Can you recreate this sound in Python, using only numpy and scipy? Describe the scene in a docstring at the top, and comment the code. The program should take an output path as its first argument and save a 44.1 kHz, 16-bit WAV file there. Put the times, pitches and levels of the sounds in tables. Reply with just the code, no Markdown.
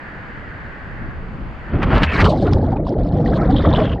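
"""Jump into a canyon pool

Heard from a camera worn by the jumper. A river rushes far off and wind buffets the housing, harder in
the fall. Water slaps the housing, and the air cavity closes with a falling hiss under crackling spray.
The camera sinks into a cloud of ringing bubbles: a muffled rumble, gulps, pings, and a fizz that grows
on the way back up to the froth near the surface."""
import sys
import numpy as np
from scipy import signal
from scipy.fft import rfft, irfft, next_fast_len
from scipy.io import wavfile
from scipy.ndimage import uniform_filter1d, minimum_filter1d, map_coordinates

SR = 44100
rng = np.random.default_rng(int(sys.argv[2]) if len(sys.argv) > 2 else 0)


def bounce(signal):
    """Save signal as a 16-bit WAV file at the path given by the first command-line argument."""
    frames = np.transpose(np.atleast_2d(signal))
    limited = np.clip(frames, -1, 1)
    pcm = np.round(limited * 32767).astype(np.int16)
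    wavfile.write(sys.argv[1], SR, pcm)


N = 176400

# Fader moves for the noise layers. Each row: time in seconds, level in dB.
RIVER_LEVEL = [(0, -35.5), (.9, -36.5), (1.25, -38), (1.7, -36)]
HOLLOW_LEVEL = [(0, -38), (1.08, -39), (1.2, -46), (1.56, -56), (1.63, -40.5), (1.72, -41.5)]  # a hollow band in the river's rush
BREEZE_LEVEL = [(0, -41), (.4, -35.5), (.68, -35.5), (.78, -38), (1.07, -27), (1.16, -30), (1.46, -27.5),
                (1.56, -32.5), (1.68, -34)]
BUFFET_LEVEL = [(1.68, -32), (1.715, -22.5), (1.745, -15), (1.79, -18), (1.836, -16), (1.88, -16),
                (1.97, -11.5), (2.0, -18.5), (2.03, -9), (2.06, -31.5), (2.11, -30.5), (2.15, -12),
                (2.18, -19.5), (2.22, -16)]  # low thumps in the fall and on entry
ROAR_LEVEL = [(1.69, -43.5), (1.742, -30.5), (1.795, -34.5), (1.818, -28), (1.835, -15), (1.852, -30.5),
              (1.89, -27.5), (1.925, -18.5), (1.965, -15), (1.995, -23.5), (2.02, -19), (2.065, -29.5)]  # air tearing past
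SPRAY_LEVEL = [(2.05, -43), (2.09, -53.5), (2.14, -41.5), (2.18, -39), (2.21, -30), (2.235, -40),
               (2.255, -30), (2.282, -46.5), (2.30, -37), (2.345, -53), (2.43, -48), (2.49, -61.5),
               (2.53, -37.5), (2.56, -59.5)]
CHURN_LEVEL = [(2.2, -13.5), (2.25, -9), (2.3, -19.5), (2.354, -21), (2.404, -14), (2.47, -19), (2.54, -15),
               (2.7, -18.5), (2.89, -21), (3.12, -16), (3.35, -16), (3.55, -13.5), (3.83, -15.5),
               (3.94, -23.5), (4, -30.5)]
LARGE_BUBBLE_LEVEL = [(2.24, -14), (2.3, -17.5), (2.39, -24.5), (2.43, -18), (2.5, -23), (2.54, -19),
                      (2.6, -21.5), (2.85, -24.5), (2.94, -22.5), (3.1, -25.5), (3.25, -19.5),
                      (3.55, -21.5), (3.68, -19), (3.82, -17.5), (3.855, -24), (4, -28.5)]
SMALL_BUBBLE_LEVEL = [(2.32, -42.5), (2.45, -39), (2.48, -32), (2.495, -36.5), (2.54, -33), (2.57, -43.5),
                      (2.73, -41), (2.82, -49), (3.0, -47), (3.22, -44), (3.28, -38), (3.42, -30.5),
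                      (3.46, -37.5), (3.56, -36.5), (3.66, -28), (3.7, -33.5), (3.83, -27.5), (3.92, -38),
                      (4, -52)]
FIZZ_LEVEL = [(2.32, -61), (2.38, -46), (2.45, -54), (2.48, -48), (2.51, -56), (2.54, -49), (2.57, -59.5),
              (2.73, -58.5), (2.81, -69), (2.88, -51.5), (2.95, -65), (3.06, -53.5), (3.22, -54.5),
              (3.26, -46.5), (3.31, -52), (3.38, -47.5), (3.45, -53), (3.69, -49), (3.8, -43), (3.98, -62)]

# The tone of each layer. Each row: frequency in Hz, relative gain in dB.
RIVER_EQ = [(60, 3), (200, 2), (400, -4), (1300, -5.5), (1700, -10), (2200, -11.5), (3000, -19.5),
            (3900, -30.5), (4600, -28.5), (5600, -43.5), (7400, -45), (11000, -63)]
HOLLOW_EQ = [(1100, -20.5), (1500, 0), (1750, 1), (2000, -4), (2500, -24.5), (4000, -59)]
BREEZE_EQ = [(15, -5.5), (30, 4), (60, 3.5), (200, -6), (310, -13), (700, -24), (1500, -28.5), (4000, -70)]
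BUFFET_EQ = [(15, -20), (35, 4), (60, 1), (150, -0.5), (320, -8), (410, -13.5), (700, -20.5), (3000, -82)]
ROAR_EQ = [(100, -18), (280, 5), (1300, 8), (2000, 0), (3200, -8.5), (3900, -21), (4600, -21.5),
           (5600, -35), (7500, -47), (9500, -47), (13000, -70)]
SLAP_EQ = [(200, -11), (700, -8.5), (1500, 2.5), (3000, 1), (4500, -7.5), (6000, -23), (9500, -36.5),
           (13000, -48)]
SPRAY_EQ = [(1800, -18), (3000, -6), (4300, -2.5), (5500, -15), (7500, -23), (9800, -24.5), (12000, -32.5)]
CHURN_EQ = [(15, -15.5), (30, -1.5), (60, 2.5), (110, 1.5), (170, -0.5), (300, -9.5), (420, -30),
            (900, -51.5), (2000, -102.5)]
LARGE_BUBBLE_EQ = [(100, -11), (200, -2), (300, 2), (410, -2.5), (650, -2.5), (820, -7), (980, -11),
                   (1400, -33), (2500, -61.5)]
SMALL_BUBBLE_EQ = [(600, -14.5), (1000, 4), (1400, -2), (2000, -8.5), (2700, -19.5), (4500, -47.5)]
FIZZ_EQ = [(2000, -16), (2700, -6.5), (3200, 0), (4200, -1), (5200, -10), (6500, -23), (9500, -30),
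           (12000, -45)]
FROTH_EQ = [(1000, -3), (1800, 0), (2500, -11), (4300, -17), (5500, -20)]

# Stereo width, wide in the canyon and nearly mono under water.
# Each row: frequency in Hz, side gain against mid in dB.
CANYON_WIDTH = [(60, -4), (180, -15), (560, -9.5), (1690, -1.5), (5150, -7.5)]
FALL_WIDTH = [(100, -20), (400, -21), (1000, -16), (5000, -23)]
ENTRY_WIDTH = [(300, -30), (2000, -32.5)]
UNDERWATER_WIDTH = [(400, -81), (900, -49), (2000, -39), (5000, -40.5)]

# Hits on the housing. Each row: start in seconds, level in dB, seconds to fade by 60 dB.
SLAP_HITS = [(1.829, -25, .05), (1.947, -29, .17), (1.98, -19.5, 0.013), (2.022, -26.5, 0.078),
             (2.032, -10.5, 0.048), (2.201, -23, 0.14), (2.214, -23.5, 0.041), (2.243, -20, 0.036),
             (2.271, -30, 0.042), (2.468, -32.5, 0.055), (2.534, -17, 0.008)]
# The closing air cavity. Each row: time in seconds, resonance in Hz, level in dB.
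CAVITY_SWEEP = [(2.04, 3020, -18.5), (2.056, 2830, -40.5), (2.072, 2630, -25.5), (2.13, 2420, -22),
                (2.17, 2310, -20), (2.211, 2080, -14), (2.238, 1560, -20.5), (2.266, 1370, -17.5),
                (2.285, 1100, -21.5), (2.305, 955, -33), (2.34, 850, -25), (2.39, 790, -41.5)]
# Single bubbles and air pockets close by.
# Each row: start in seconds, pitch in Hz, glide in octaves a second, length in seconds, level in dB.
GULP_NOTES = [(2.043, 70.4, 3.5, 0.099, -13.5), (2.066, 2750, -3.5, 0.067, -26.5),
              (2.147, 1080, 3, .028, -22), (2.19, 1175, 1, .025, -16), (2.22, 88.7, 2, 0.075, -6.5),
              (2.246, 2950, 3.5, 0.037, -25.5), (2.262, 1007, 5.5, 0.016, -15.5),
              (2.308, 813, 1, 0.066, -20), (2.412, 699, -14.5, 0.079, -15.5), (2.47, 1410, 2, 0.025, -27.5),
              (2.475, 643, 9.5, 0.022, -17), (2.498, 108, -9, 0.077, -11.5), (2.553, 390, -0.5, 0.035, -17),
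              (2.609, 559, 1, 0.03, -22.5), (2.725, 752, 0.5, 0.022, -17), (2.755, 817, 8, 0.025, -22),
              (2.795, 596, 5.5, 0.013, -15), (2.867, 980, 5, 0.0065, -18.5), (2.91, 367, -0.5, 0.046, -17),
              (2.963, 622, 1, 0.023, -20), (3.18, 465, 0, 0.059, -19.5), (3.282, 750, 1.5, 0.024, -20.5),
              (3.41, 1260, 1.5, .025, -23), (3.451, 501, 2, 0.021, -16), (3.486, 793, -6, 0.039, -15.5),
              (3.519, 297, 1.5, 0.048, -13), (3.651, 1225, 11, 0.0057, -17), (3.732, 1023, -5, 0.021, -18),
              (3.802, 615, 2, 0.045, -13), (3.87, 109, -11, .13, -15.5)]
# Tiny bubbles bursting. Each row: start in seconds, pitch in Hz, level in dB.
PING_NOTES = [(2.295, 3940, -27), (2.5334, 5230, -18.5), (2.768, 2470, -29.5), (2.893, 5140, -30.5),
              (3.26, 1870, -18.5), (3.335, 1630, -18.5), (3.5641, 3200, -14), (3.584, 3190, -15.5),
              (3.662, 3440, -23.5), (3.729, 3480, -17), (3.737, 3880, -15), (3.749, 2930, -13)]
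# The sinking ring of the last bubbles. Each row: time in seconds, pitch in Hz, level in dB.
FROTH_SWEEP = [(3.53, 3490, -50.5), (3.57, 3500, -36.5), (3.69, 3404, -44.5), (3.742, 3426, -35),
               (3.789, 3093, -33), (3.85, 3126, -41.5), (3.93, 2980, -40), (3.96, 2970, -52.5)]

BUBBLE_RISE_CYCLES = 1.7  # a bubble's attack
LN_1000 = np.log(1000)  # exp(-LN_1000) is 60 dB down


def amp(db):
    """Decibels to gain."""
    return 10 ** (np.asarray(db) / 20)


def unit(x):
    """Scale to rms 1."""
    return x / np.sqrt(np.mean(x ** 2) + 1e-20)


def eq_gain(points, hz):
    """Gain read from (Hz, dB) points on a log frequency axis."""
    knots_hz, db = np.transpose(points)
    return amp(np.interp(np.log(hz + 1), np.log(knots_hz + 1), db))


def fader(rows, edge_s=.02):
    """Gain per sample from a curve's last column in dB, fading to silence outside its span."""
    times, *_, db = np.transpose(rows)
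    t = np.arange(N) / SR
    edges = np.clip(1 + np.minimum(t - times[0], times[-1] - t) / edge_s, 0, 1)
    return amp(np.interp(t, times, db)) * edges


def wobble(rate):
    """A smooth random curve, rate knots a second."""
    return map_coordinates(rng.standard_normal(4000), [np.arange(N) * rate / SR], mode="wrap")


def filtered(x, response):
    """Filter x by a gain that is a function of Hz."""
    size = next_fast_len(N + SR // 2)
    return irfft(rfft(x, size) * response(np.fft.rfftfreq(size, 1 / SR)), size)[..., :N]


def coloured(pair, eq, width=UNDERWATER_WIDTH):
    """EQ a mid and side pair, rolling off above the last EQ point; stereo of rms 1."""
    def response(hz):
        tone = eq_gain(eq, hz) / (1 + (hz / eq[-1][0]) ** 8)
        return tone * np.array([np.ones_like(hz), eq_gain(width, hz)])
    mid, side = filtered(pair, response)
    return unit(np.array([mid + side, mid - side]))


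def noise():
    """Two unrelated white noises."""
    return rng.standard_normal((2, N))


def rough_noise(depth_db, rate):
    """A noise pair whose level flutters at random, rate knots a second."""
    return noise() * amp(depth_db * wobble(rate))


def add(track, start_s, sound):
    """Mix a sound into a track at a time."""
    i = int(start_s * SR)
    track[i:i + len(sound)] += sound[:max(N - i, 0)]


def swarm(per_s, low_hz, high_hz, cycles, spread_db, rise, wash_db, clump_db=5, clumps_per_s=55):
    """Bubbles born in clumps, each a damped sine of rising pitch, over a far wash; mid and side."""
    wash = noise()
    density = amp(clump_db * wobble(clumps_per_s))
    chance, pitch, softness = rng.random((int(per_s * N / SR), 3)).T[:, :, None]
    born = np.searchsorted(np.cumsum(density) / density.sum(), chance)
    hz = low_hz * (high_hz / low_hz) ** pitch
    offsets = np.arange(int(cycles * SR / low_hz))
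    turns = hz * offsets / SR
    age = turns / cycles  # 1 when the ring is 60 dB down
    attack = 1 - np.exp(-(turns / BUBBLE_RISE_CYCLES) ** 2)
    chirp = np.sin(2 * np.pi * turns * (1 + rise * np.minimum(age, 1)))
    rings = hz * amp(-spread_db * softness) * np.exp(-LN_1000 * age) * attack * chirp
    near = unit(np.bincount((born + offsets).ravel(), rings.ravel(), N)[:N])
    far = unit(np.sqrt(density) * filtered(wash, lambda f: 1 / (1 + (f / high_hz) ** 2)))
    return np.array([near, far[1]]) + amp(wash_db) * far


def river():
    """Rapids down the canyon: a steady rush with a hollow band that comes and goes."""
    rush = coloured(noise(), RIVER_EQ, CANYON_WIDTH)
    hollow = coloured(noise(), HOLLOW_EQ, CANYON_WIDTH)
    return fader(RIVER_LEVEL) * rush + fader(HOLLOW_LEVEL) * hollow


def wind():
    """A light breeze on the ledge; heavy buffets and a ragged roar as the fall gathers speed."""
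    breeze = coloured(rough_noise(depth_db=0.7, rate=20.56), BREEZE_EQ, CANYON_WIDTH)
    buffets = coloured(rough_noise(depth_db=1, rate=50.08), BUFFET_EQ, FALL_WIDTH)
    roar = coloured(rough_noise(depth_db=1.5, rate=220), ROAR_EQ, FALL_WIDTH)
    return fader(BREEZE_LEVEL) * breeze + fader(BUFFET_LEVEL) * buffets + fader(ROAR_LEVEL) * roar


def slaps(attack_s=0.00018):
    """Air and sheets of water hit the housing: sharp, crackling bursts."""
    force, t = np.zeros(N), np.arange(SR // 5) / SR
    for start, db, t60 in SLAP_HITS:
        add(force, start, amp(db) * (1 - np.exp(-t / attack_s)) * np.exp(-LN_1000 * t / t60))
    return force * coloured(rough_noise(depth_db=1.2, rate=600), SLAP_EQ, ENTRY_WIDTH)


def cavity(relative_width=0.78, rolloff_order=5.4, grain_db=4.5):
    """Bubbly water closes round the air cavity: a grainy hiss under a falling resonance."""
    times, pitch, _ = np.transpose(CAVITY_SWEEP)
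    hz, t, spectrum = signal.stft(noise(), SR, nperseg=512)
    ratio = hz[:, None] / np.interp(t, times, pitch)
    resonance = 1 / np.hypot(1 - ratio ** 2, relative_width * ratio)
    rolloff = 1 / np.sqrt(1 + (ratio / 1.06) ** (2 * rolloff_order))
    grain = uniform_filter1d(rng.standard_normal(ratio.shape), size=2, axis=0)
    grain = unit(uniform_filter1d(grain, size=5, axis=1))  # short-lived ringing patches
    gain = resonance * rolloff * amp(grain_db * grain)
    hiss = signal.istft(spectrum * gain / np.linalg.norm(gain, axis=0), nperseg=512)[1][:, :N]
    hiss = coloured(hiss * amp(0.85 * wobble(150)), [(100, 0), (12000, 0.0045)], ENTRY_WIDTH)
    return fader(CAVITY_SWEEP) * hiss


def gulps(waver_octaves=.055):
    """Close bubbles and air pockets swell and glide unsteadily."""
    track, t = np.zeros(N), np.arange(SR // 8) / SR
    for start, hz, glide, length, db in GULP_NOTES:
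        pitch = hz * 2 ** (glide * t + waver_octaves * wobble(140)[:len(t)])
        swell = np.sin(np.pi * np.minimum(t / length, 1) ** 0.69) ** 2
        add(track, start, amp(db) * swell * np.sin(2 * np.pi * np.cumsum(pitch) / SR))
    return track


def spray():
    """Droplets crackle over the closing water."""
    drops = swarm(per_s=1400, low_hz=2710, high_hz=8840, cycles=50, spread_db=33, rise=.035, wash_db=.5)
    return fader(SPRAY_LEVEL) * coloured(drops, SPRAY_EQ, ENTRY_WIDTH)


def churn():
    """Churning water buffets the housing: a muffled rumble."""
    return fader(CHURN_LEVEL) * coloured(rough_noise(depth_db=0.63, rate=25), CHURN_EQ)


def bubble_cloud():
    """Three sizes of bubbles ring around the sunken camera, from a low burble to a fine fizz."""
    large = swarm(per_s=330, low_hz=150, high_hz=850, cycles=36, spread_db=9, rise=.1,
                  wash_db=-5, clump_db=2)
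    small = swarm(per_s=450, low_hz=928, high_hz=2440, cycles=20, spread_db=14.5, rise=.12, wash_db=.5)
    fizz = swarm(per_s=1200, low_hz=2300, high_hz=10500, cycles=30, spread_db=26, rise=.02,
                 wash_db=-6.5, clump_db=7)
    return (fader(LARGE_BUBBLE_LEVEL) * coloured(large, LARGE_BUBBLE_EQ)
            + fader(SMALL_BUBBLE_LEVEL) * coloured(small, SMALL_BUBBLE_EQ)
            + fader(FIZZ_LEVEL) * coloured(fizz, FIZZ_EQ))


def pings(ring_cycles=37):
    """Tiny bubbles burst on the housing: a fast attack and a brief ring."""
    track, t = np.zeros(N), np.arange(SR // 8) / SR
    for start, hz, db in PING_NOTES:
        attack = 1 - np.exp(-(hz * t / BUBBLE_RISE_CYCLES) ** 2)
        decay = np.exp(-LN_1000 * hz * t / ring_cycles)
        add(track, start, amp(db) * attack * decay * np.sin(2 * np.pi * hz * t))
    return track


def froth(half_width_hz=420, flutter_db=5, hiss_db=-4.5):
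    """Near the surface, like-sized bubbles ring in a band that sinks as they swell, over a broad hiss."""
    times, pitch, _ = np.transpose(FROTH_SWEEP)
    phase = 2 * np.pi * np.cumsum(np.interp(np.arange(N) / SR, times, pitch)) / SR
    slow_noise = filtered(noise(), lambda hz: 1 / (1 + (hz / half_width_hz) ** 3))
    band = slow_noise[0] * np.cos(phase) + slow_noise[1] * np.sin(phase)
    band = unit(band * amp(flutter_db * wobble(160)))
    hiss = amp(hiss_db) * coloured(noise(), FROTH_EQ)
    return fader(FROTH_SWEEP) * (band + hiss)


def scene():
    """Air, entry and underwater, one after another."""
    air = river() + wind()
    entry = slaps() + cavity() + spray()
    underwater = churn() + bubble_cloud() + froth() + gulps() + pings()
    return air + entry + underwater


def record(dry):
    """A limiter holds the peaks; a low cut and a hard top cut trim the band."""
    ceiling, window_samples = .8, 256
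    low_cut_hz, top_hz = 4.8, 15300
    needed_gain = np.minimum(1, ceiling / (np.abs(dry).max(axis=0) + 1e-9))
    gain = uniform_filter1d(minimum_filter1d(needed_gain, window_samples), window_samples)
    return filtered(dry * gain, lambda hz: (hz < top_hz) * hz ** 2 / (hz ** 2 + low_cut_hz ** 2))


dry = scene()
out = record(dry)
bounce(out)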